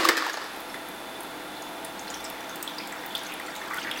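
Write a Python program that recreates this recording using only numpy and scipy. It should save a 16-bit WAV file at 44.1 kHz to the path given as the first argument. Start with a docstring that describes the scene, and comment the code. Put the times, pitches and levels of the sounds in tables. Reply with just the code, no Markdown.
"""Water splashes down in a household ice maker, clacking on the plastic tray and ringing the cabinet.
As the splash dies away, drips and small bubbles tick in the tray and thicken into a trickle; each
bubble is an air pocket resonating against the water around it. Heard from just above the tray, the
compressor and fan hum throughout, while refrigerant hisses in the cooling fingers."""
import sys
import numpy as np
from scipy import signal
from scipy.fft import rfft, irfft
from scipy.io import wavfile

SR = 44100
rng = np.random.default_rng(int(sys.argv[2]) if len(sys.argv) > 2 else 0)


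def materialize(psi):
    """Save the field psi as 16-bit PCM at rate SR to the path in sys.argv[1].

    A 1-D psi becomes a single channel; in a 2-D psi each row is a channel.
    """
    bounded = np.clip(np.atleast_2d(psi).T, -1, 1)
    quanta = np.round(bounded * 32767).astype(np.int16)
    wavfile.write(sys.argv[1], SR, quanta)


N = 176400
TIME = np.arange(N) / SR


def amp(db):
    """Amplitude ratio of a level in decibels."""
    return 10 ** (np.asarray(db) / 20)

def unit(x):
    """Normalisation to rms 1."""
    return x / np.sqrt(np.mean(x ** 2) + 1e-20)

def read(points, hz):
    """Interpolation on a log-frequency axis."""
    f, value = np.transpose(points)
    return np.interp(np.log(hz + 1), np.log(f + 1), value)

def curve(points, column=1):
    """Linear interpolation in time."""
    rows = np.array(points)
    return np.interp(TIME, rows[:, 0], rows[:, column])

def add(mix, s, sound):
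    """Superposition of a sound starting at s seconds."""
    part = mix[max(round(s * SR), 0):][:len(sound)]
    part += sound[:len(part)]

def coloured(x, gain_db):
    """Spectral shaping by a function of frequency, to rms 1."""
    return unit(irfft(rfft(x) * amp(gain_db(np.fft.rfftfreq(len(x), 1 / SR))), len(x)))

def noise(gain_db, length=N):
    """Spectrally shaped Gaussian noise."""
    return coloured(rng.standard_normal(length), gain_db)

def impulses(per_s):
    """Shot noise: impulses of random time and strength."""
    return rng.standard_normal(N) * (rng.random(N) < per_s / SR)

def high_pass(x, hz, order=4):
    """Attenuation below a cutoff."""
    return signal.sosfilt(signal.butter(order, hz, "high", fs=SR, output="sos"), x)

def drift(rate_hz):
    """Slow fluctuation: low-pass noise."""
    return noise(lambda f: -20 * np.log10(1 + (f / rate_hz) ** 4))

def tone(hz):
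    """A sinusoid of rms 1 whose phase is the integral of frequency."""
    return unit(np.sin(2 * np.pi * np.cumsum(hz) / SR))


# compressor and fan tones (frequency [Hz], relative starting level [dB])
MOTOR_TONES = [(269.2, -64.5), (306, -58.5), (500.6, -66), (646, -66.5), (834.4, -69), (915, -59.5),
               (990.5, -64), (1373, -67)]
# swell and ebb of the mains hum (time [s], relative level [dB])
MAINS_ENVELOPE = [(0, -73), (.6, -72), (1.75, -75), (2.22, -66), (2.85, -79), (3.9, -72)]
def hum(mains_hz=60, waver_db=1.5, waver_hz=0.98, swell_db_per_s=1.0):
    """Periodic vibration: motor tones, modulated in level and pitch, over the mains hum."""
    motors = sum(amp(db + waver_db * drift(4.1)) * tone(hz + waver_hz * drift(4.76))
                 for hz, db in MOTOR_TONES)
    mains = amp(curve(MAINS_ENVELOPE) + 1.1 * drift(4.7)) * unit(np.sin(2 * np.pi * mains_hz * TIME))
    return amp(swell_db_per_s * TIME) * motors + mains

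# fan air (frequency [Hz], relative spectral density [dB])
AIR_SPECTRUM = [(20, -18), (45, -26), (95, -21), (135, -11.5), (193, -7), (305, -4.5), (421, -3.5),
                (648, -4), (850, -5), (1050, -6.5), (1500, -7.5), (2120, -10), (2900, -13.5), (3900, -14.5),
                (4800, -20), (6000, -24.5), (6700, -23), (7500, -25.5), (11600, -27.5), (13000, -25.5)]
# cabinet response (frequency [Hz], width [Hz], gain [dB])
CABINET_RESONANCES = [(198.7, 21, 4), (345, 26, 4.5), (430, 32, -6), (500, 21, 2), (578, 43, -4.5),
                      (662, 31, 7), (715, 12, 7.5), (737, 23, 0), (797, 37, 5.5), (848, 57, 6.5),
                      (1385, 95, 4)]
def fan_air():
    """Forced resonance: broadband air noise excites the cabinet."""
    def cabinet_db(f):
        return sum(db * np.exp(-(2 * (f - hz) / width) ** 2) for hz, width, db in CABINET_RESONANCES)
    return noise(lambda f: read(AIR_SPECTRUM, f) + cabinet_db(f))

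# whistles (frequency [Hz], bandwidth [Hz], relative starting level [dB], fade [dB/s])
HISS_RESONANCES = [(3506, 57, -55.5, 0.5), (8440, 300, -65.5, 1.5), (11160, 190, -59, 2.1),
                   (14000, 200, -72, 1)]
def refrigerant():
    """Narrow resonances filter the flow noise into a whistling hiss."""
    out = np.zeros(N)
    for hz, width, db, fade in HISS_RESONANCES:
        band = noise(lambda f: -20 * np.log10(1 + ((f - hz) / width * 1.33) ** 2))
        out += amp(db - fade * TIME) * band
    return out

# the machine's sound dips under the splash (time [s], gain [dB])
MACHINE_GAIN = [(0, 9), (.11, -9), (.25, -8.5), (.4, -1), (.55, 4.5)]
def machine():
    """Superposition of hum, air and hiss under one envelope."""
    return amp(curve(MACHINE_GAIN)) * (hum() + amp(-43.5) * fan_air() + refrigerant())

# room reverberation (frequency [Hz], T60 [s])
ROOM_DECAY = [(300, 0.54), (3000, 0.5), (8000, 0.27), (15000, 0.17)]
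def echoes(room_db, tray_db=-1, tray_t60_s=0.014):
    """Impulse response: early reflections off the tray walls, then the room's diffuse tail."""
    t = np.arange(SR // 2) / SR
    tray = rng.standard_normal(len(t)) * (t > .001) * amp(-60 * t / tray_t60_s)
    diffuse = rng.standard_normal(len(t)) * (t > .006)
    hz, age, bands = signal.stft(diffuse, SR, nperseg=256)
    decay = amp(-60 * age / read(ROOM_DECAY, hz)[:, None])
    room = signal.istft(bands * decay, SR, nperseg=256)[1][:len(t)]
    return amp(tray_db) * tray / np.linalg.norm(tray) + amp(room_db) * room / np.linalg.norm(room)

def surroundings(x, room_db, paths=4, wander_hz=3.1):
    """Reflections depend on position: as the landing point wanders, its echoes change."""
    reflected = np.zeros(N)
    for k in range(paths):
        share = np.sqrt(2 / paths) * np.cos(2 * np.pi * (wander_hz * (1 + k // 2) * TIME + k / paths))
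        reflected += signal.fftconvolve(x * share, echoes(room_db))[:N]
    return x + reflected

def bubble(hz, stretch=1.0, pitch_rise=0.022):
    """Damped oscillation: an air pocket swells, rings and rises in pitch; small ones die sooner."""
    t = np.arange(2000) / SR
    time_constant_s = stretch * 0.00065 * (3000 / hz) ** 0.58
    age = t / time_constant_s
    pitch = hz * (1 + pitch_rise * np.tanh((age - 1) / 2))
    return age * np.exp(1 - age) * np.sin(2 * np.pi * np.cumsum(pitch) / SR)

def swarm(low_hz, high_hz, per_s, spread_db, sizes=30):
    """Incoherent sum of bubbles of many sizes."""
    out = np.zeros(N)
    rings = [bubble(hz) for hz in np.geomspace(low_hz, high_hz, sizes)]
    for when, size, chance in rng.random((int(per_s * N / SR), 3)):
        db = spread_db * min(-np.log1p(-chance), 3)  # a few stand out
        add(out, when * N / SR, amp(db) * rings[int(size * sizes)])
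    return unit(out)

# running water (time [s], relative gurgle level [dB], relative fizz level [dB])
TRICKLE_ENVELOPES = [(0, -67, -47), (.7, -73, -60), (1.4, -68, -66), (1.95, -53, -61), (2.15, -50, -54),
                     (2.45, -47.5, -53.5), (2.9, -49.5, -55), (3.3, -46.5, -51.5), (3.6, -44.5, -48.5),
                     (4, -46.5, -50.5)]
TICK_LOW_HZ = 3720
def trickle(gurgle_hz=1880, gurgle_octaves=0.56, fizz_db_per_octave=-12):
    """Resonance falls with size: large bubbles gurgle, small ones fizz among tiny clicks."""
    large = swarm(964, 3880, per_s=450, spread_db=3.5)
    gurgle = coloured(large, lambda f: -10 * np.log10(1 + (np.log2((f + 1) / gurgle_hz) / gurgle_octaves) ** 2))
    small = swarm(4350, 16600, per_s=700, spread_db=4.5)
    fizz = coloured(small, lambda f: fizz_db_per_octave * np.log2(1 + f / 2000))
    clicks = unit(high_pass(impulses(per_s=63), TICK_LOW_HZ, order=2))
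    clumps = amp(3.3 * drift(12))
    crackle = unit(clumps * (fizz + amp(-5) * clicks))
    return amp(curve(TRICKLE_ENVELOPES, 1)) * gurgle + amp(curve(TRICKLE_ENVELOPES, 2)) * crackle

# rushes of water (time [s], duration [s], centre pitch [Hz], relative level [dB])
GULP_EVENTS = [(2.922, 0.055, 1590, -44), (3.289, 0.078, 2700, -44), (3.703, 0.083, 1560, -37.5),
               (3.845, 0.051, 1600, -40), (3.957, 0.021, 1930, -37.5)]
def gulps(bubbles_per_s=900, scatter_octaves=0.53):
    """Air entrainment: each short rush of water sets a tight cluster of bubbles ringing."""
    out = np.zeros(N)
    for s, length, hz, db in GULP_EVENTS:
        cluster = np.zeros(N)
        for when, size, strength in rng.random((int(bubbles_per_s * length) + 1, 3)):
            pitch = hz * 2 ** (scatter_octaves * (2 * size - 1))
            add(cluster, s + when * length, (2 * strength - 1) * bubble(pitch))
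        out += amp(db) * np.sqrt(length * SR) * cluster / np.linalg.norm(cluster)
    return out

# drips and bursting bubbles (time [s], pitch [Hz], ring gain [dB], tick gain [dB])
DRIP_EVENTS = [(.333, 6720, -26, -40), (.561, 13200, -39, -35), (.604, 14500, -30, -37),
               (.698, 5300, -38, -48), (.887, 11700, -31, -44), (1.206, 10422, -33.5, -29.5),
               (1.231, 12000, -30, -40), (1.57, 4030, -33, -48), (1.622, 6700, -31, -34.5),
               (1.848, 9450, -25.5, -27.5), (1.994, 6480, -27.5, -42), (2.072, 1690, -30.5, -49),
               (2.079, 4280, -26.5, -40), (2.102, 6740, -25, -37), (2.14, 3190, -28, -42),
               (2.143, 5870, -24, -32.5), (2.243, 7760, -25.5, -30), (2.25, 5340, -26.5, -42),
               (2.3, 13100, -38.5, -28.5), (2.495, 6340, -30, -37), (2.558, 14600, -27, -27),
               (2.627, 13950, -27, -26), (2.627, 8060, -25, -28.5), (2.6762, 3400, -22, -33),
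               (2.696, 3470, -33, -40), (2.784, 4820, -21, -38), (2.802, 2310, -27, -47),
               (2.874, 12700, -35, -31), (2.835, 3200, -33, -45), (2.923, 7700, -30, -43),
               (2.926, 1844, -26, -46), (3.036, 1930, -31, -51), (3.062, 14700, -24.5, -40),
               (3.108, 3260, -29.5, -46), (3.151, 3420, -16, -27), (3.154, 4700, -26.5, -29),
               (3.179, 13100, -30, -31), (3.192, 6200, -35, -40), (3.234, 10850, -32.5, -37),
               (3.266, 6400, -33, -38), (3.299, 2930, -30.5, -48), (3.321, 2430, -26.5, -39),
               (3.339, 10422, -32, -32), (3.398, 1880, -30, -31), (3.463, 7235, -33, -45),
               (3.553, 3930, -29.5, -33), (3.563, 7030, -29.5, -32.5), (3.615, 1804, -26.5, -47),
               (3.708, 1356, -28, -50), (3.735, 1790, -23.5, -35), (3.743, 1360, -29, -28),
               (3.784, 3190, -26, -40), (3.792, 4800, -32, -36), (3.817, 2840, -26, -38),
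               (3.848, 1907, -22.5, -40), (3.871, 1820, -23, -45), (3.913, 3340, -17, -30),
               (3.961, 2660, -25.5, -43)]
def drips(grains_per_s=6000, tick_s=0.0014, satellites=3, satellite_db=-10, scatter_octaves=0.4):
    """Impact and bubble resonance: a crackling tick, a ring, then weaker satellite bubbles."""
    out, t = np.zeros(N), np.arange(2000) / SR
    for s, hz, ring_db, tick_db in DRIP_EVENTS:
        grains = rng.choice([-1., 1.], len(t)) * (rng.random(len(t)) < grains_per_s / SR)
        grains[0] = 1
        tick = high_pass(unit(grains) * np.exp(-t / tick_s), TICK_LOW_HZ, order=2)
        add(out, s, amp(ring_db) * bubble(hz) + amp(tick_db) * tick)
        for delay, size in rng.random((satellites, 2)):
            satellite = bubble(hz * 2 ** (scatter_octaves * (2 * size - 1)))
            add(out, s + delay * 70 / hz, amp(ring_db + satellite_db) * satellite)  # up to 70 cycles late
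    return out

# plastic tray (frequency [Hz], gain [dB], T60 [s])
PLASTIC_MODES = [(257, -28.5, 0.03), (360, -26, 0.096), (500, -20, 0.08), (3800, -12, 0.014),
                 (4630, -10, 0.016)]
def clack(at_s=.0882, crack_s=0.0012, crack_top_hz=7000):
    """Impulse excitation: the hardest blow cracks on the tray and leaves its modes ringing."""
    out, t = np.zeros(N), np.arange(SR // 4) / SR
    crack = noise(lambda f: -10 * np.log10(1 + (f / crack_top_hz) ** 2), len(t))
    ring = sum(amp(db - 60 * t / t60) * np.sin(2 * np.pi * hz * t) for hz, db, t60 in PLASTIC_MODES)
    add(out, at_s, amp(-6) * crack * np.exp(-t / crack_s) + ring)
    return out

# low cabinet resonances (frequency [Hz], width [Hz], level at the peak [dB])
BOOM_MODES = [(337, 23, -30), (366.6, 23, -44), (508, 30.6, -36.5)]
def boom(peak_s=0.082, slope_db_per_s=97):
    """Resonant response: the cabinet's modes build up and decay under the splash."""
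    modes = sum(amp(db + 1.7 * drift(30)) * tone(hz + width / 2 * drift(32))
                for hz, width, db in BOOM_MODES)
    return modes * amp(-slope_db_per_s * abs(TIME - peak_s))

# churning water (time [s], level [dB])
CHURN_ENVELOPE = [(0, -25), (.05, -25.5), (.11, -29), (.16, -33.5), (.21, -31.5), (.28, -32), (.35, -38.5),
                  (.44, -38.5), (.55, -43.5), (.8, -70)]
# splashing water (frequency [Hz], relative spectral density [dB])
SPLASH_SPECTRUM = [(100, -51), (220, -12.5), (330, -4.5), (520, -4.5), (780, -5), (1000, -3.5), (1170, 1),
                   (1500, -1.5), (1800, 0.5), (2300, -7.5), (3300, -8.5), (5000, -10), (5800, -16.5),
                   (7700, -20), (9700, -26.5), (16000, -30)]
def splash():
    """Shot noise: the dense impacts of falling water merge into a churn."""
    spatter = coloured(impulses(per_s=16000), lambda f: read(SPLASH_SPECTRUM, f))
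    return spatter * amp(curve(CHURN_ENVELOPE))

# slaps of water (time [s], spray gain [dB], treble lift [dB/octave], air pitch [Hz], air gain [dB])
SLAP_EVENTS = [(.046, -21, 8, 1150, -36), (.051, -15, 10, 1144, -12.5), (0.0884, -6.5, 4.5, 1830, -9.5),
               (.0925, -10.5, -14, 1110, -16), (0.1696, -18, 3, 1710, -22), (0.1768, -15.5, 2.5, 1690, -20),
               (.183, -21.5, 3, 1700, -17.5), (0.2225, -26, 4, 1180, -19), (0.2643, -26.5, 11, 910, -25),
               (.296, -25.5, 8, 1710, -24), (0.3407, -24.5, 1, 1130, -28), (0.3718, -22.5, -1, 920, -24.5),
               (.416, -26, -3, 1700, -35), (.743, -25.5, -7, 2000, -30.5)]
def slaps(spray_s=0.0056, crack_s=0.00064):
    """Impact transients: each slap is a crack, a short spray and a resonating pocket of trapped air."""
    out, t = np.zeros(N), np.arange(2048) / SR
    envelope = (np.exp(-t / spray_s) + amp(1) * np.exp(-t / crack_s)) / 2
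    for s, db, lift, hz, air_db in SLAP_EVENTS:
        spray = noise(lambda f: read(SPLASH_SPECTRUM, f) + lift * np.log2(1 + f / 3000), len(t))
        add(out, s, amp(db) * spray * envelope)
        add(out, s, amp(air_db) * bubble(hz, stretch=1.44))
    return out

def scene():
    """Superposition of the running machine and the water in its tray."""
    water = clack() + surroundings(slaps() + gulps() + trickle(), room_db=-6.5)
    water += surroundings(drips(), room_db=-4.5)  # drips ring on in the tub
    return (machine() + splash() + boom() + amp(-2.5) * high_pass(water, hz=238))[None]

def record(dry, edge_hz=16000):
    """Clipping at full scale, then band limiting."""
    low_pass = signal.firwin(511, edge_hz, window=("kaiser", 9), fs=SR)
    return signal.oaconvolve(np.clip(dry, -1, 1), low_pass[None], "same")


dry = scene()
out = record(dry)
materialize(out)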